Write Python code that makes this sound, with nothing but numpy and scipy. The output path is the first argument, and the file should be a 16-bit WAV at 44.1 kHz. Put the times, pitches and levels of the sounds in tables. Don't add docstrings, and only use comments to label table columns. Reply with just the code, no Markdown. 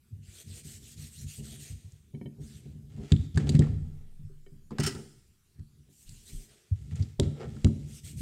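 import sys
import numpy as np
from scipy import signal
from scipy.fft import rfft, irfft
from scipy.io import wavfile
from scipy.ndimage import uniform_filter1d

SR = 44100
rng = np.random.default_rng(int(sys.argv[2]) if len(sys.argv) > 2 else 0)


def generate_wav(sig):
    pcm = np.round(np.clip(np.atleast_2d(sig).T, -1, 1) * 32767).astype(np.int16)
    wavfile.write(sys.argv[1], SR, pcm)


N = 362061
T = np.arange(N) / SR


def gain_of(db):
    return 10 ** (np.asarray(db) / 20)


def evened(x):
    return x / np.sqrt(np.mean(x ** 2) + 1e-20)


def read(points, hz):
    f, value = np.transpose(points)
    return np.interp(np.log(hz + 1), np.log(f + 1), value)


def add(mix, s, sound):
    part = mix[int(s * SR):][:len(sound)]
    part += sound[:len(part)]


def ring(x, hz, width):
    pole = np.exp((2j * np.pi * hz - np.pi * abs(width)) / SR)
    return signal.lfilter([1], [1, -pole], x + 1e-18).imag


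def slow(hz):
    size = max(int(SR / hz), 2)
    return evened(uniform_filter1d(uniform_filter1d(rng.standard_normal(N), size), size))


def random_colour(bands, frames):
    grid = rng.standard_normal((257, N // 128 + 9))
    return evened(uniform_filter1d(uniform_filter1d(grid, bands, 0), frames, 1))


def shaped(x, db):
    hz, t, z = signal.stft(x, SR, nperseg=512, noverlap=384)
    field = gain_of(db(hz[:, None], t))
    field = field / np.sqrt(np.mean(field ** 2, axis=0))
    return signal.istft(z * field, SR, nperseg=512, noverlap=384)[1][:N]


def level(rows, edge_s):
    gain, colour = np.full(N, 1e-9), np.zeros(N)
    for s, length, db, swell_db, tilt in rows:
        t = np.arange(0, length, 1 / SR)
        fade = np.sin(np.pi / 2 * np.clip(np.minimum(t, length - t) / edge_s, 0, 1))
        shape = fade * gain_of(db + swell_db * (t / length - .5))
        add(gain, s, shape)
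        add(colour, s, tilt * shape)
    return gain, colour / gain


def friction(rows, edge_s, spectrum, slips_per_s, spread_db, vary_db):
    slips = rng.standard_normal(N) * (rng.random(N) < slips_per_s / SR)
    slips = evened(slips * gain_of(spread_db * np.minimum(rng.exponential(1, N), 4)))
    gain, tilt = level(rows, edge_s)
    variation = random_colour(8, 12)

    def colour_db(hz, t):
        brightness_db = np.interp(t, T, tilt) * np.log2(hz / 5000 + 0.063)
        return read(spectrum, hz) + brightness_db + vary_db * variation[:, :len(t)]

    return shaped(slips, colour_db) * gain


# frequency in Hz, relative strength in dB per Hz.
HUSH_COLOUR = [(34, -31.5), (58, -2.5), (77, -2.5), (211, -11.5), (280, -25), (390, -17.5), (541, -36),
               (887, -35), (3160, -33), (3810, -34), (8480, -32.5), (14900, -38), (16000, -46)]
HUSH_DB = -65.5


def hush():
    hz = np.fft.rfftfreq(N, 1 / SR)
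    steady = evened(irfft(rfft(rng.standard_normal(N)) * gain_of(read(HUSH_COLOUR, hz)), N))
    variation = random_colour(6, 30)
    return gain_of(HUSH_DB) * shaped(steady, lambda hz, t: 3 * variation[:, :len(t)])


# start in seconds, length in seconds, force level in dB,
# swell over its length in dB, hardness in dB per octave.
SHOVES = [(.1, 0.33, -45.5, -21, -10.5), (.43, 0.27, -46.5, -19, 0), (.64, 0.32, -45.5, -8.5, 3.5),
          (.95, 0.15, -43.5, -14, -1), (1.1, 0.18, -36, 4, -3.5), (1.37, 0.29, -38, -11, 4),
          (1.69, 0.1, -36.5, -17, -8.5), (1.84, 0.17, -55, -1, -10), (2.125, .06, -32, 0, 4),
          (2.25, 0.15, -48, 6, 8), (2.38, .1, -34.5, -8, 4.5), (2.48, 0.52, -39, 4.5, 2.5),
          (2.97, 0.088, -33.5, -6, 10), (3.18, 0.048, -34, 1, -5), (3.33, 0.038, -18, 19, -12),
          (3.4, .14, -18, 15.5, 4.5), (3.635, 0.6, -38, -46, -7), (4.17, 0.29, -51, -2, 0),
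          (4.46, 0.25, -51, 1, 0), (4.72, 0.037, -41, -8, -5), (4.96, .28, -56, -16, 4),
          (5.55, 0.11, -49, -25, -2.5), (5.73, 0.28, -59, -14, 2), (6.04, 0.36, -58, -6, 7),
          (6.28, 0.25, -63, -9, 12), (6.76, 0.19, -35.5, 1, -4.5), (6.98, 0.12, -40, -37, 2.5),
          (7.28, 0.076, -32.5, -12, 5), (7.4, 0.2, -32.5, 2.5, 3.5), (7.73, 0.29, -39, -12, 2.5),
          (8.03, 0.11, -39, -1, 3), (8.13, 0.11, -24, 9, -6)]
# pitch in Hz, relative level in dB,
# basic time to fade by 60 dB in seconds.
BENCH_MODES = [(62.5, -29.5, 0.081), (86.1, -12.5, 0.18), (96.2, 1.5, 0.12), (122, -8, 0.24),
               (145.7, 6.5, 0.15), (183.7, -3.5, 0.11), (213.3, -5.5, 0.23), (226.7, -11.5, 0.31),
               (280.8, -8.5, 0.17), (326, -18.5, 0.23), (391.5, -10.5, 0.11), (478.6, -20.5, 0.069),
               (575, -22.5, 0.045), (711, -29.5, 0.046), (935, -44.5, 0.086)]
SHOVE_EDGE_S = 0.023


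def shoves():
    gain, hard = level(SHOVES, SHOVE_EDGE_S)
    lumps = gain_of(3 * slow(20))
    force = rng.standard_normal(N) * lumps * gain
    out = np.zeros(N)
    for hz, mode_db, t60 in BENCH_MODES:
        drive = ring(force * gain_of(hard * np.log2(hz / 120)), hz, 1.856 * hz)
        ringing = ring(drive, hz, 2.38 / t60)
        out += gain_of(mode_db - 43.0) * ringing * np.sqrt(hz / SR)
    return out


# start in seconds, peak level in dB, hardness in dB per octave,
# favoured pitch in Hz (the spot struck swings most near it).
BLOWS = [(0.123, -33, -31, 80), (0.277, -45, -13, 85), (0.454, -42, -3, 85), (0.65, -39.5, 4, 139),
         (0.738, -46, -20, 87.7), (0.959, -40, -10, 96.9), (1.238, -36.5, -9, 147), (1.382, -40, 8.5, 152),
         (1.842, -38.5, -22, 127), (1.918, -43.5, -21, 83), (2.138, -34, 8.5, 137), (2.21, -32, 7, 185),
         (2.254, -31, 7.5, 175), (2.403, -40, 2, 146), (2.544, -37, -5.5, 80), (2.654, -37.5, 5.5, 133),
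         (2.752, -35, -5.5, 175), (3.117, -4, -3.5, 100), (3.189, -21.5, -17, 79), (3.346, -29, -6, 75.5),
         (3.37, -12, 4.5, 124), (3.489, -17, 5.5, 93), (3.545, -7.5, 0.5, 146), (3.59, -4, 2.5, 137),
         (3.617, -18.5, 3, 143), (3.688, -21, -15, 88), (3.726, -29.5, -4, 75), (4.192, -40, -8, 137),
         (4.234, -34, -22, 147), (4.296, -52, 9, 390), (4.463, -49, 12.5, 395), (4.519, -43.5, 1.5, 133),
         (4.708, -29.5, 7.5, 244), (4.786, -29, 12, 297), (4.791, -17, 8.5, 124), (4.838, -24.5, -17, 158),
         (4.869, -27, 7, 393), (4.946, -29, 1, 372), (4.989, -37.5, 11, 393), (5.587, -34, -6.5, 84),
         (5.882, -54, 7.5, 181), (6.087, -41, -10, 61.6), (6.328, -39.5, -4.5, 61.6), (6.711, -16, -32, 92),
         (6.915, -27, -18, 81.5), (6.94, -31, -14, 121), (6.999, -18, -18, 94), (7.193, -14, 11.5, 133.5),
         (7.209, -18, -3, 81.5), (7.256, -19, -2.5, 85), (7.468, -29.5, 1.5, 149), (7.644, -6.5, 3, 96),
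         (7.691, -24, 4, 98), (8.032, -37.5, -10, 93)]
CONTACT_S, HALVING_DB = 0.0062, 31
DAMPING, DAMPING_PER_DB = 0.68, 0.0178


def blows():
    out, t = np.zeros(N), np.arange(SR // 3) / SR
    hz, mode_db, t60 = np.transpose(BENCH_MODES)[:, :, None]
    swing = np.cos(2 * np.pi * hz * t)
    all_vary_db = 2.5 * rng.standard_normal((len(BLOWS), len(BENCH_MODES), 1))
    for (s, db, hard, spot_hz), vary_db in zip(BLOWS, all_vary_db):
        contact_s = CONTACT_S * 2 ** (-hard / HALVING_DB)
        rise = np.sin(np.pi / 2 * np.clip(t / contact_s, 0, 1)) ** 2
        damp = DAMPING - DAMPING_PER_DB * db
        favour_db = 9.55 * np.exp(-(np.log2(hz / spot_hz) / .2) ** 2)
        hardness_db = hard * np.log2(hz / 120)
        size_db = mode_db + vary_db + favour_db + hardness_db - 60 * t / (t60 * damp)
        blow = rise * (gain_of(size_db) * swing).sum(axis=0)
        add(out, s, gain_of(db) * blow / abs(blow).max())
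    return out


# start in seconds, length in seconds, level in dB,
# swell over its length in dB, brightness in dB per octave.
STROKES = [(.21, 0.23, -57.5, 21.5, -3), (.455, 0.17, -53, 11.5, -3), (.63, .17, -51.5, -4, -1.5),
           (.8, .16, -55.5, 6, -2), (.96, 0.15, -52.5, -1.5, -2), (1.1, 0.16, -53, 4, -1),
           (1.258, 0.16, -50.5, -3, -1.5), (1.42, 0.17, -51.5, -2, -3.3), (1.578, .17, -52, -8, -2.5),
           (1.74, .27, -71, -4, -6.5), (2.395, .22, -60.5, 3, -3.5), (2.6, 0.16, -70.5, -16, -9.5),
           (5.88, 0.183, -64, 16, 1.5), (6.05, .27, -61, -6.5, -2), (6.25, 0.23, -56.5, -4.5, -0.5),
           (6.47, 0.31, -69, -17, -7.5), (7.85, 0.16, -56.5, 16, -2), (8.03, 0.11, -50.5, -7, -1.3),
           (8.16, .1, -51.5, -7, -1)]
# frequency in Hz, relative strength in dB per Hz.
RAG_COLOUR = [(240, -32.5), (400, -3.5), (512, -23.5), (676, -16), (893, -31.5), (1310, -19.5), (1930, -10),
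              (2150, -9.5), (3470, -4), (4650, -4), (5190, -4), (8500, 3), (10400, -7.5), (12700, -6),
              (16000, -19)]
STROKE_EDGE_S = 0.048


def rag_strokes():
    return friction(STROKES, STROKE_EDGE_S, RAG_COLOUR, slips_per_s=15000, spread_db=0.5, vary_db=3.0)


# start in seconds, level in dB, brightest pitch in Hz,
# time to fade by 60 dB in seconds, share that rings from 0 to 1.
TICKS = [(1.9206, -54.5, 7360, 0.014, 1), (3.1202, -19.5, 3480, 0.018, 0.75),
         (3.164, -43, 3640, 0.018, 0.9), (3.345, -49.5, 4700, 0.027, 0.9), (3.3738, -26, 1620, 0.04, 0.59),
         (3.471, -49, 3410, 0.016, 1), (3.492, -26, 5050, 0.036, 0.18), (3.5209, -45, 1700, 0.021, 0),
         (3.5511, -32.5, 2240, 0.025, 0.52), (3.592, -27, 4730, 0.026, 0.52),
         (3.621, -34.5, 2070, 0.018, 0.77), (3.64, -40, 1210, 0.015, 0.8), (3.6685, -47, 1200, 0.031, 0.8),
         (4.7069, -43, 1130, 0.065, 0.85), (4.7843, -26.5, 1420, 0.026, 0.71),
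         (4.9496, -38, 1330, 0.029, 0.4), (5.5944, -59, 1323, 0.023, 0.6),
         (6.0921, -42.5, 7700, 0.02, 0.72), (6.9107, -51.5, 2300, 0.035, 0.77),
         (6.9571, -47, 7360, 0.016, 0.9), (7.0235, -46.5, 4920, 0.062, 0.8),
         (7.198, -13.5, 4300, 0.0097, 0.57), (7.233, -40.5, 4000, 0.02, 0.8),
         (7.4413, -49, 1330, 0.029, 0.74), (7.565, -50, 1400, 0.034, 0.66),
         (7.6457, -19, 3200, 0.012, 0.59), (7.6674, -40, 1390, 0.024, 0.76),
         (8.0436, -58, 7820, 0.014, 0.9)]
# frequency in Hz, relative strength in dB per Hz.
CRACK_COLOUR = [(410, -32.5), (700, -6.5), (1350, -19.5), (3370, -4), (4610, 1), (5990, -10.5), (7390, 0.5),
                (11400, -23.5), (16000, -42.5)]
ECHO_S, ECHO_DB = 0.001054, -13
RING_WIDTH, LOW_CUT = 0.34, 0.32


def ticks():
    out, t, hz = np.zeros(N), np.arange(4096) / SR, np.fft.rfftfreq(4096, 1 / SR)
    for s, db, bright_hz, t60, share in TICKS:
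        noise = rng.standard_normal(len(t))
        noise[SR // 1500] += 7.0
        broad = evened(irfft(rfft(noise) * gain_of(read(CRACK_COLOUR, hz))))
        width = RING_WIDTH * bright_hz
        body = evened(ring(ring(noise, bright_hz, width), bright_hz, width))
        fade = gain_of(-60 * t / max(t60, .003)) + 0.018 * gain_of(-60 * t / .09)
        rise = np.clip(t / 0.00092, 0, 1)
        share = np.clip(share, 0, 1)
        tick = gain_of(db) * fade * rise * (share * body + (1 - share) * broad)
        tick = signal.lfilter(*signal.butter(2, LOW_CUT * bright_hz, "high", fs=SR), tick)
        add(out, s, tick)
        add(out, s + ECHO_S, gain_of(ECHO_DB) * tick)
    return out


JOLT_STEEP, STILL_DB = 2.3, -85


def swell(s, db, rise):
    u = np.maximum(T - s, 0) / rise
    return gain_of(db) * (u * np.exp(1 - u)) ** JOLT_STEEP


# start in seconds, peak level in dB,
# time to the peak in seconds.
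JOLTS = [(2.11, -70, 0.03), (3.11, -56, .05), (5.561, -49.5, .04), (6.05, -44, 0.063),
         (6.299, -42.5, 0.056), (7.17, -36, 0.025), (7.61, -47, 0.041)]
# start in seconds, peak level in dB,
# time to the peak in seconds, pitch in Hz.
FREE_SWING = (3.5, -41.5, .5, 16.5)


def sway():
    band = signal.butter(3, [20, 34], "band", fs=SR, output="sos")
    size = gain_of(STILL_DB) + sum(swell(*row) for row in JOLTS)
    wobble = evened(signal.sosfilt(band, rng.standard_normal(N))) * size
    s, db, rise, hz = FREE_SWING
    return wobble + swell(s, db, rise) * np.sin(2 * np.pi * hz * T)


# start in seconds, level in dB,
# hardness in dB per octave, favoured pitch in Hz.
TAPS = [(2.147, -59.5, 5, 2240), (2.212, -53.5, -7.5, 2240), (2.258, -51, 1, 3130),
        (4.4632, -55.5, -1, 1460)]
# pitch in Hz, relative level in dB,
# time to fade by 60 dB in seconds (taps() cuts long ones to 1/16 s).
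TOOL_MODES = [(1810, -6.5, 0.082), (2230, -5.5, 0.088), (2530, -20, .03), (3050, -6, 0.12),
              (3930, -14, 0.047), (910, -6.5, 0.019), (1460, -3, 0.0094), (460, -6, .03)]


def taps():
    out, t = np.zeros(N), np.arange(4096) / SR
    for s, db, hard, spot_hz in TAPS:
        rough = 1 + 0.2 * evened(uniform_filter1d(rng.standard_normal(len(t)), 60))
        ringing = np.zeros(len(t))
        for hz, mode_db, t60 in TOOL_MODES:
            favour_db = 6.6 * np.exp(-(np.log2(hz / spot_hz) / 0.14) ** 2)
            size_db = mode_db + hard * np.log2(hz / 2000) + favour_db - 60 * t / min(t60, 1 / 16)
            ringing += gain_of(size_db) * np.sin(2 * np.pi * hz * rng.uniform(1.0, 1.015) * t)
        add(out, s, gain_of(db) * ringing * rough * np.clip(t / 0.0014, 0, 1))
    return out


# pitch in Hz, width in Hz, relative level in dB.
STICK_MODES = [(1386, 43, -1), (2250, 77, -11), (3520, 190, -7), (7350, 160, -18)]
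STICK_DB = -55


def stick(force):
    modes = sum(gain_of(db) * np.sqrt(width) * ring(force, hz, width) for hz, width, db in STICK_MODES)
    return gain_of(STICK_DB) * modes


# start in seconds, length in seconds, level in dB,
# swell over its length in dB, brightness in dB per octave.
DRAGS = [(2.89, 0.26, -61.5, 14, 0), (3.135, 0.14, -64, 0, 2), (3.345, 0.03, -54.5, 2, 1),
         (3.385, 0.072, -47.5, -11, -2.5), (3.455, 0.037, -47, 14, -1.5), (3.505, 0.072, -50.5, 6, 0),
         (3.605, 0.063, -42.5, -12.5, -5), (3.66, 0.15, -60, -22, -5), (3.84, 0.3, -71.5, -6.5, -3),
         (4.71, 0.078, -55, -7, -6), (4.955, 0.13, -60, -14, -6), (6.75, 0.19, -69.5, 1, 3.5),
         (6.912, 0.029, -57.5, 5, -1), (6.945, .2, -63.5, -17, 2), (7.215, 0.13, -57.5, -20, -2),
         (7.34, 0.0873, -49.5, 24, -5.5), (7.42, 0.054, -46, -12, -6), (7.47, 0.22, -64.5, 4, 3),
         (7.665, 0.29, -67.5, 2, 4)]
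# frequency in Hz, relative strength in dB per Hz.
MAT_COLOUR = [(240, -49), (400, 8.5), (545, -15.5), (801, -7.5), (949, -23), (1380, -14.5), (1600, -15),
              (2180, -12.5), (2400, -14.5), (3530, -15.5), (6050, -19.5), (7510, -17), (16000, -48.5)]
DRAG_EDGE_S = 0.014


def stick_drags():
    scrape = friction(DRAGS, DRAG_EDGE_S, MAT_COLOUR, slips_per_s=8000, spread_db=3.0, vary_db=1.0)
    return scrape + stick(scrape)


# start in seconds, relative level in dB,
# time to fall to about a third in seconds, brightness in dB per octave.
RATTLES = [(4.782, -24.5, 0.01, -10), (4.7975, -17, 0.01, 4.5), (4.819, -29.5, 0.0092, -6),
           (4.832, -13, 0.0079, 4), (4.843, -19.5, 0.01, -0.8), (4.8606, -10.5, 0.01, -0.5),
           (4.8737, -20.5, 0.0089, 3.5), (4.892, -28.5, 0.016, -1), (4.9175, -37, 0.015, -1),
           (4.9544, -41.5, 0.033, -14)]
# pitch in Hz, width in Hz, relative level in dB.
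METAL_MODES = [(1400, 26, -13), (1810, 32, -15), (1976, 18, -1), (2963, 16, -1.5), (3120, 27, -2.5),
               (4800, 60, -25), (5560, 74, 3.5), (6450, 130, -3), (7230, 83, -4.5), (8900, 250, -9.5)]
# frequency in Hz, relative strength in dB per Hz.
CLATTER_COLOUR = [(290, -49), (500, -37), (831, -9.5), (1160, -22), (1320, 1.5), (1480, -8), (1930, -6.5),
                  (3860, -11.5), (5160, -6.5), (5800, -10.5), (8700, -9), (10700, -21), (16000, -26.5)]


def rattle():
    shake = np.zeros(N)
    for s, db, length, _ in RATTLES:
        rise = np.clip((T - s) / 0.0072, 0, 1)
        shake += gain_of(db) * rise * np.exp(-np.maximum(T - s, 0) / length)
    impacts = rng.standard_normal(N) * (rng.random(N) < 12000 / SR)
    hits = evened(impacts) * shake
    jingle = sum(gain_of(db) * np.sqrt(width) * ring(hits, hz, width) for hz, width, db in METAL_MODES)
    s, tilt = np.transpose(RATTLES)[[0, 3]]
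    clatter = shaped(hits, lambda hz, t: read(CLATTER_COLOUR, hz)
                     + np.interp(t, s, tilt) * np.log2(hz / 5000 + .08))
    return gain_of(-60) * jingle, gain_of(-12.5) * clatter


# frequency in Hz, time to fade by 60 dB in seconds.
ROOM_FADE = [(200, .5), (1000, .7), (4000, .9), (9000, .9), (15000, .75)]


def room(x):
    echoes = np.zeros(SR)
    at = np.arange(200, SR - 20, 20)
    echoes[at + rng.integers(0, 20, len(at))] = rng.choice([-1., 1.], len(at))
    hz, t, z = signal.stft(echoes, SR, nperseg=256)
    fade = gain_of(-60 * t / read(ROOM_FADE, hz)[:, None])
    tail = signal.istft(z * fade, SR, nperseg=256)[1]
    return signal.fftconvolve(x, tail / np.linalg.norm(tail))[:N]


def scene():
    background = hush()
    stiff_stand = signal.butter(5, 56, "high", fs=SR, output="sos")
    boom = signal.sosfilt(stiff_stand, shoves() + blows())
    rubbing = rag_strokes() + stick_drags()
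    knocks = ticks() + taps()
    jingle, clatter = rattle()
    wet = gain_of(-8.5) * (rubbing + boom) + gain_of(-18) * knocks + gain_of(-14.5) * clatter
    direct = rubbing + knocks + jingle + clatter + boom
    return (direct + room(wet) + sway() + background)[None]


EDGE_HZ, PEAK = 15900, .5


def record(dry):
    soft = PEAK * np.tanh(dry / PEAK)
    low_pass = signal.firwin(511, EDGE_HZ, window=("kaiser", 9), fs=SR)
    return signal.oaconvolve(soft, low_pass[None], "same")


dry = scene()
out = record(dry)
generate_wav(out)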